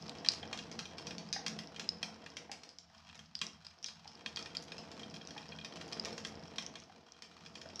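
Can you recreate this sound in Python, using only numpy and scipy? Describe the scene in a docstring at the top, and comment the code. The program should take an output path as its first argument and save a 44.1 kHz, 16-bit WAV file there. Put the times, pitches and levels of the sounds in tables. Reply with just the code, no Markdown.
"""Heavy night rain from just behind a window, in a small room. From the start, over a distant wash, small
drops patter, the frame drums and the pane booms; hard drops tick on the glass and fat ones knock on the
metal sill. From 0.4 s drips plop into standing water. Near 3 s the patter thins and the low drumming
and boom drop away, then they build again. From 4.6 s some drops shatter into spray. Near 7 s patter,
drumming and boom dip a second time and return."""
import sys
import numpy as np
from scipy import signal
from scipy.fft import rfft, irfft, next_fast_len
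from scipy.io import wavfile
from scipy.ndimage import uniform_filter1d, map_coordinates

SR = 44100
rng = np.random.default_rng(int(sys.argv[2]) if len(sys.argv) > 2 else 0)


def output_pcm(signal):
    """Save a mono or channel-first signal as 16-bit PCM at the path in sys.argv[1].

    Samples are clipped to [-1, 1] before scaling.
    """
    pcm = np.clip(np.atleast_2d(signal).T, -1, 1) * 32767
    wavfile.write(sys.argv[1], SR, np.round(pcm).astype(np.int16))


N = 343980  # 7.8 s


def amp(db):
    """Decibels to gain."""
    return 10 ** (np.asarray(db) / 20)


def unit(x):
    """Scale to rms 1."""
    return x / np.sqrt(np.mean(x ** 2) + 1e-20)


def along(points, hz):
    """Read (Hz, value) points on a log axis."""
    point_hz, values = np.transpose(points)
    return np.interp(np.log(hz + 1), np.log(point_hz + 1), values)


def curve(points):
    """Read (seconds, value) points at every sample."""
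    times_s, values = np.transpose(points)
    return np.interp(np.arange(N) / SR, times_s, values)


def add(track, start_s, sound):
    """Mix a sound into the track."""
    part = track[max(round(start_s * SR), 0):][:len(sound)]
    part += sound[:len(part)]


def filtered(x, response):
    """Apply a complex frequency response."""
    size = next_fast_len(len(x) + SR // 2)
    return irfft(rfft(x, size) * response(np.fft.rfftfreq(size, 1 / SR)), size)[:len(x)]


def coloured(x, spectrum, size=4096):
    """Minimum-phase filter from (Hz, dB) points; attacks stay sharp."""
    gain = amp(along(spectrum, np.fft.rfftfreq(size, 1 / SR)))
    cepstrum = irfft(np.log(gain))
    cepstrum[1:size // 2] *= 2
    cepstrum[size // 2 + 1:] = 0
    impulse_response = irfft(np.exp(rfft(cepstrum)))
    return signal.fftconvolve(x, impulse_response)[:len(x)]


def resonate(x, modes, soft_hz):
    """Blows, low-passed at soft_hz, drive (Hz, width Hz, dB) resonances."""
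    soft = signal.sosfilt(signal.butter(4, soft_hz, fs=SR, output="sos"), x)
    return filtered(soft, lambda f: sum(amp(db) * 1j * f * width / (hz * hz - f * f + 1j * f * width)
                                        for hz, width, db in modes))


def impacts(per_second, spread_db):
    """Randomly timed impulses of log-normal size."""
    lands = rng.random(N) < per_second / SR
    size = amp(spread_db * np.clip(rng.standard_normal(N), -2, 2))
    return lands * size * rng.choice([-1, 1], N)


def flurries(per_second=9):
    """Quick swells: a smooth curve through random knots."""
    knots = rng.standard_normal(int(N * per_second / SR) + 4)
    return map_coordinates(knots, [np.arange(N) * per_second / SR])


def follow(points, mean_db, db_per_db, flurry_db):
    """Level in dB that tracks a curve's swing about its mean, plus flurries."""
    curve_db = curve(points)
    return mean_db + db_per_db * (curve_db - curve_db.mean()) + flurry_db * flurries()


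# Room decay. Each row: frequency in Hz, T60 in seconds.
ROOM_DECAY = [(200, 0.65), (1400, 0.41), (4000, 0.28), (10000, 0.28)]

def room(x):
    """The room's answer: a fresh diffuse tail whose treble dies first."""
    hz, t, noise = signal.stft(rng.standard_normal(SR // 3), SR, nperseg=256)
    decay = amp(-60 * t / along(ROOM_DECAY, hz)[:, None])
    tail = signal.istft(noise * decay, SR, nperseg=256)[1]
    tail *= 1 - np.exp(-np.arange(len(tail)) / SR / 0.00026)
    return signal.fftconvolve(x, tail / np.linalg.norm(tail))[:len(x)]


# Level curve for wash and patter. Each row: time in seconds, relative level in dB.
RAIN_LEVEL = [(0, -47), (1.0, -61), (2.2, -59.5), (2.85, -81.5), (2.95, -58), (3.3, -77.5), (3.75, -70),
              (4.2, -62), (4.4, -62), (6.1, -52), (6.7, -68.5), (7.15, -72), (7.6, -59)]
# Distant wash. Each row: frequency in Hz, relative level in dB.
WASH_SPECTRUM = [(20, -19), (85, -12), (140, -4.5), (480, -23.5), (660, 16.5), (1200, -0.5), (3000, -1.5),
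                 (5500, 4.5), (7500, -33), (15000, -23.5)]

def distant_rain():
    """The even wash of rain farther off; its level dips a little with the patter."""
    level_db = follow(RAIN_LEVEL, mean_db=-68, db_per_db=0.34, flurry_db=0.7)
    return amp(level_db) * unit(coloured(rng.standard_normal(N), WASH_SPECTRUM))


# Modes of the metal sill. Each row: frequency in Hz, relative level in dB, T60 in seconds.
SILL_MODES = [(1089, -14.5, 0.034), (1634, -10.5, 0.031), (1835, -8, 0.026), (2419, -9.5, 0.059),
              (2490, -12.5, 0.054), (2587, -11.5, 0.034), (2800, -15.5, 0.055), (3222, -3.5, 0.04),
              (3232, -3, 0.035), (3343, -10, 0.036), (3670, -11.5, 0.043), (4010, -4.5, 0.02),
              (4300, -0.5, 0.014)]

def sill_ring(t, scatter_db):
    """The sill's modes, at strengths set by where the drop lands; sloshing water detunes them."""
    landing = rng.standard_normal((len(SILL_MODES), 2))
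    drift_rad = np.cumsum(rng.standard_normal((len(SILL_MODES), len(t))), axis=1) * np.sqrt(70 / SR)
    drift_rad = uniform_filter1d(drift_rad, size=64)
    ring = np.zeros(len(t))
    for (hz, db, t60_s), (size, side), drift in zip(SILL_MODES, landing, drift_rad):
        envelope = amp(db + scatter_db * size - 60 * t / t60_s)
        ring += np.sign(side) * envelope * np.sin(2 * np.pi * hz * t + drift)
    return ring


# Crack of a drop on glass. Each row: frequency in Hz, gain in dB.
CRACK_SPECTRUM = [(300, -24), (1200, -15), (2500, -3.5), (4000, 0.5), (6300, -2.5), (10000, -27.5),
                  (13000, -36), (15500, -84)]

def glass_tick(t, hz, cycles_to_peak, after_t60_s=0.016, crack_t60_s=0.012):
    """A drop hits the glass: a few bright cycles that stop short, a weak after-ring, a faint crack."""
    age = t * hz / max(cycles_to_peak, 0.5)
    burst = age * np.exp((1 - age ** 2) / 2)
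    after_ring = (1 - np.exp(-age)) * amp(-8.5 - 60 * t / after_t60_s)
    crack = coloured(rng.standard_normal(len(t)) * amp(-60 * t / crack_t60_s), CRACK_SPECTRUM)
    return (burst + after_ring) * np.sin(2 * np.pi * hz * t) + amp(-2) * crack


# Splash of small drops. Each row: frequency in Hz, relative level in dB.
PATTER_SPECTRUM = [(400, -43.5), (650, -13), (1000, 4), (1500, 0), (2100, -8.5), (3000, -2.5), (4000, -11),
                   (5300, -3), (6300, -9.5), (8000, -20.5), (10000, -31.5), (14000, -48)]

def patter(burst_t60_s=0.017):
    """Many small drops ring the sill and tick on the glass at ten spots, over a finer spray."""
    level_db = follow(RAIN_LEVEL, mean_db=-61.5, db_per_db=0.43, flurry_db=0.32)
    t = np.arange(SR // 8) / SR
    on_sill, on_glass = np.zeros(N), np.zeros(N)
    reaches_glass = rng.random(N) < amp(level_db - level_db.max())  # fewer ticks at lower level
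    rise = 1 - np.exp(-t / 0.0008)  # a small drop spreads before it bursts
    for _ in range(10):
        burst = coloured(rng.standard_normal(len(t)) * rise * amp(-60 * t / burst_t60_s), PATTER_SPECTRUM)
        splash = unit(burst) + amp(-3.5) * unit(rise * sill_ring(t, scatter_db=-1.5))
        on_sill += signal.fftconvolve(impacts(per_second=8, spread_db=5.5), splash)[:N]
        tick = glass_tick(t, rng.uniform(4870, 5730), cycles_to_peak=3.1)
        on_glass += signal.fftconvolve(reaches_glass * impacts(per_second=3.5, spread_db=4), tick)[:N]
    spray = coloured(impacts(per_second=1500, spread_db=2), PATTER_SPECTRUM)
    near = amp(level_db) * (amp(-3.5) * unit(on_sill) + amp(-8) * unit(on_glass) + amp(-9) * unit(spray))
    return near + amp(-6.5) * room(near)


# Level curves of the drumming and the boom. Each row: time in seconds, relative level in dB.
DRUM_LEVEL = [(0, -53.5), (1.95, -58), (2.32, -63), (2.62, -63.5), (2.9, -79), (3.06, -84), (3.17, -76),
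              (3.33, -85), (3.47, -61), (3.62, -83.5), (3.9, -73), (4.0, -86), (4.13, -65.5), (4.3, -63.5),
              (4.4, -58), (5.75, -56.5), (6.08, -51.5), (6.3, -56.5), (6.68, -57), (7.05, -69.5),
              (7.22, -69.5), (7.36, -72), (7.6, -58)]
BOOM_LEVEL = [(0, -48.5), (1.5, -52), (2.0, -55.5), (2.55, -64.5), (2.8, -76), (2.92, -60.5), (3.55, -58.5),
              (3.76, -69.5), (3.9, -65), (4.4, -57.5), (5.4, -53), (6.35, -51), (6.65, -55.5),
              (7.15, -71.5), (7.5, -58.5), (7.8, -58)]
# Dull thuds on the frame. Each row: frequency in Hz, relative level in dB.
THUD_SPECTRUM = [(25, -25.5), (70, -20.5), (120, -1.5), (260, 3), (500, 2.5), (800, 1.5), (1200, -10),
                 (2000, -9.5), (4000, -18.5), (10000, -120)]
# Modes of frame, pane and wall panel. Each row: frequency in Hz, width in Hz, relative gain in dB.
FRAME_MODES = [(273.5, 14, 18.4), (310, 18, 9.8), (451.6, 8.2, 18.3), (651, 23, 13.7), (753, 60, 3.2)]
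PANE_MODES = [(158.6, 3.2, 4), (172.8, 6.2, 7), (205.3, 3.9, 1), (215.2, 6.4, 7)]
PANEL_MODES = [(84, 6.5, 0)]

def drumming():
    """Massed rain drums on the frame and makes the pane and the heavy wall panel boom."""
    drum_db = curve(DRUM_LEVEL) + 1.26 * flurries()
    pane_db = follow(BOOM_LEVEL, mean_db=-61.5, db_per_db=0.92, flurry_db=1.9)
    panel_db = follow(BOOM_LEVEL, mean_db=-70, db_per_db=0.57, flurry_db=0.99)
    thuds = unit(coloured(impacts(per_second=120, spread_db=5), THUD_SPECTRUM))
    frame = unit(resonate(impacts(per_second=90, spread_db=0.5), FRAME_MODES, soft_hz=1240))
    pane = unit(resonate(impacts(per_second=130, spread_db=0.5), PANE_MODES, soft_hz=242))
    panel = unit(resonate(impacts(per_second=1100, spread_db=0), PANEL_MODES, soft_hz=160))
    drum = amp(-6) * thuds + amp(-5) * room(thuds) + amp(-6) * frame
    return amp(drum_db) * drum + amp(pane_db) * pane + amp(panel_db) * panel


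# Hard drops on the glass. Each row: start in seconds, level in dB, pitch in Hz, room gain in dB,
# cycles to the ring's peak.
GLASS_DROPS = [(0.095, -30.5, 4740, -11, 0.42), (0.287, -10.5, 4860, -11, 2.1),
               (0.319, -30.5, 5100, 3, 0.6), (0.336, -32.5, 5600, -14, 2),
               (1.1823, -31.5, 4540, -0.5, 0.95), (1.328, -20.5, 5030, 2.5, 1.35),
               (1.4816, -25.5, 5600, -4, 1.6), (1.89, -21, 5120, -11.5, 6.1),
               (2.6911, -41.5, 5130, -1, 1.3), (2.786, -36.5, 5520, -3, 1.7), (3.3527, -28, 4840, -7, 3.2),
               (3.391, -36, 4670, -11, 1.6), (3.467, -31.5, 5480, -6.5, 2.5), (3.667, -37, 5050, -9, 4.6),
               (3.828, -40, 5600, 3, 3), (3.8431, -29.5, 5730, -18, 4.3), (3.861, -33, 5060, 4.5, 1.4),
               (4.0771, -38, 5260, -1, 2.5), (4.1535, -45, 5050, -17, 3.6), (4.361, -28, 4550, -5, 1.5),
               (4.4264, -36.5, 5200, -8, 1.8), (4.569, -24, 4740, -9.5, 3.2), (4.7816, -36.5, 5200, 3, 1.7),
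               (5.2733, -36.5, 5730, -9, 2.6), (5.931, -31, 5100, -3.5, 2.3), (5.997, -27.5, 4990, -16, 6),
               (6.049, -30, 5450, -6, 2.5), (6.6642, -30.5, 5630, -8.5, 2.1), (6.801, -44, 5900, -5, 2.2),
               (7.1211, -40.5, 5700, -12, 2.6), (7.758, -34.5, 5600, -5, 4.7), (7.794, -33, 5500, 2, 6.2)]

def ticks():
    """The hardest drops tick on the glass, each with its own room tail."""
    out, t = np.zeros(N), np.arange(SR // 3) / SR
    for start_s, db, hz, room_db, cycles_to_peak in GLASS_DROPS:
        tick = glass_tick(t, hz, cycles_to_peak)
        add(out, start_s, amp(db) * (tick + amp(room_db) * room(tick)))
    return out


# Splash of a fat drop. Each row: frequency in Hz, relative level in dB.
SPLASH_SPECTRUM = [(100, -67), (400, -7.5), (1200, -3.5), (2500, -1.5), (4000, -1), (5400, 5.5), (6200, -2),
                   (7500, -12.5), (10000, -26), (13000, -32), (15500, -88)]

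def sill_knock(ring_db, splash_db, splash_t60_s=0.03, slap_t60_s=0.0087, ring_attack_s=0.0014):
    """A drop slaps the sill and bursts within milliseconds while the ring builds under it."""
    t = np.arange(SR // 3) / SR
    envelope = amp(-60 * t / splash_t60_s) + amp(-1.5 - 60 * t / slap_t60_s)
    burst = coloured(rng.standard_normal(len(t)) * envelope, SPLASH_SPECTRUM)
    modes = sill_ring(t, scatter_db=3) * (1 - np.exp(-t / ring_attack_s))
    splash = amp(splash_db) * burst / np.linalg.norm(burst)
    ring = amp(ring_db) * modes / np.linalg.norm(modes)
    return splash + ring + amp(-0.5) * room(splash + amp(-10) * ring)


# Fat drops on the sill. Each row: start in seconds, ring energy in dB, splash energy in dB.
SILL_DROPS = [(0.247, -17, -21), (0.2615, -16, -20.5), (0.4288, -19, -34), (0.529, -13, -17.5),
              (0.575, -39, -21), (0.5885, -17, -25), (0.715, -30, -24), (0.791, -19, -15),
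              (0.855, -23, -25), (0.9827, -24, -20), (1.069, -21.5, -19.5), (1.108, -20.5, -23),
              (1.464, -14.5, -12.5), (1.589, -22, -19.5), (1.762, -22, -28), (1.796, -21.5, -16.5),
              (2.0288, -10, -13), (2.262, -22.5, -29.5), (2.3686, -21, -19), (2.516, -50, -17.5),
              (2.634, -43, -26), (3.0965, -29, -41), (3.154, -47, -30.5), (3.192, -29.5, -29),
              (3.415, -9, -13.5), (3.648, -36, -29.5), (3.843, -23, -27), (3.8843, -24.5, -27),
              (4.2604, -11.5, -21.5), (4.3706, -14, -19), (4.391, -26, -22), (4.459, -23.5, -26),
              (4.55, -20.5, -22), (4.682, -31, -31), (4.7194, -19, -25), (4.916, -49, -26),
              (4.995, -27.5, -28), (5.032, -21.5, -32), (5.14, -25.5, -30), (5.1625, -25, -40),
              (5.212, -26, -51), (5.307, -27, -26), (5.378, -20, -27), (5.4269, -30, -38.5),
              (5.52, -21, -41), (5.587, -22, -33), (5.612, -25, -44), (5.647, -21, -20), (5.7229, -28, -39),
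              (5.758, -42, -25), (5.812, -22.5, -25.5), (5.9244, -20, -21), (6.0548, -23, -17.5),
              (6.083, -27, -29), (6.128, -44, -24), (6.179, -27, -20), (6.2488, -14, -19),
              (6.559, -43, -27.5), (6.583, -10.5, -14.5), (6.624, -37, -25), (6.755, -22, -25),
              (7.145, -39, -53), (7.2225, -33, -23), (7.461, -25.5, -30.5), (7.554, -23, -25.5),
              (7.615, -26, -25.5), (7.701, -31, -34)]

def knocks(push_over_ring_db=10.5):
    """Fat drops knock on the sill and push the window, so pane and frame thump."""
    on_sill, pushes = np.zeros(N), np.zeros(N)
    for start_s, ring_db, splash_db in SILL_DROPS:
        add(on_sill, start_s, sill_knock(ring_db, splash_db))
        add(pushes, start_s, [amp(ring_db + push_over_ring_db)])
    pane = resonate(pushes, PANE_MODES, soft_hz=257)
    frame = resonate(pushes, FRAME_MODES, soft_hz=700)
    return on_sill + pane + amp(-24.5) * frame


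# Drips into standing water. Each row: start in seconds, level in dB, final pitch in Hz.
DRIPS = [(0.432, -35.5, 770), (0.545, -37.5, 775), (1.362, -30.5, 793), (2.494, -39.5, 804),
         (2.899, -52.5, 770), (4.055, -42.5, 835), (5.364, -35, 844), (6.897, -46.5, 796),
         (7.656, -38, 646)]

def plops(attack_s=0.002, t60_s=0.03):
    """A drip slaps the water and traps a bubble, which rings briefly and rises in pitch."""
    out, t = np.zeros(N), np.arange(SR // 3) / SR
    envelope = (1 - np.exp(-t / attack_s)) * amp(-60 * t / t60_s)
    for start_s, db, hz in DRIPS:
        bubble_hz = hz * (1 - 0.05 * np.exp(-t / 0.004))
        bubble = np.sin(2 * np.pi * np.cumsum(bubble_hz) / SR)
        slap_modes = [(hz, 250, 0), (2.2 * hz, 300, 0)]
        slap = unit(resonate(rng.standard_normal(len(t)), slap_modes, soft_hz=2200))
        plop = (bubble + amp(-6) * slap) * envelope
        add(out, start_s, amp(db) * (plop + amp(-4.5) * room(plop)))
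    return out


# Drops that shatter. Each row: start in seconds, energy in dB.
SHATTERING_DROPS = [(4.624, -26), (5.14, -28.5), (5.813, -36), (5.878, -31), (6.17, -34), (6.268, -25),
                    (7.614, -37)]
# Their droplets. Each row: frequency in Hz, relative level in dB.
DROPLET_SPECTRUM = [(2500, -12), (6000, 5), (8500, -16), (11500, -17.5), (13000, -34)]

def spatters(t60_s=0.16):
    """A drop shatters on the wet sill and throws a short shower of tiny droplets."""
    out, t = np.zeros(N), np.arange(SR // 3) / SR
    for start_s, db in SHATTERING_DROPS:
        droplets = impacts(per_second=900, spread_db=4)[:len(t)]
        shower = coloured(droplets * amp(-60 * t / t60_s), DROPLET_SPECTRUM)
        add(out, start_s, amp(db) * shower / np.linalg.norm(shower))
    return out


def scene():
    """Single drops over the continuous rain, in one channel."""
    single_drops = knocks() + ticks() + plops() + spatters()
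    return (single_drops + patter() + drumming() + distant_rain())[None]


def record(dry):
    """Brick-wall low-pass."""
    top_hz = 15550
    return np.array([filtered(channel, lambda hz: hz < top_hz) for channel in dry])


dry = scene()
out = record(dry)
output_pcm(out)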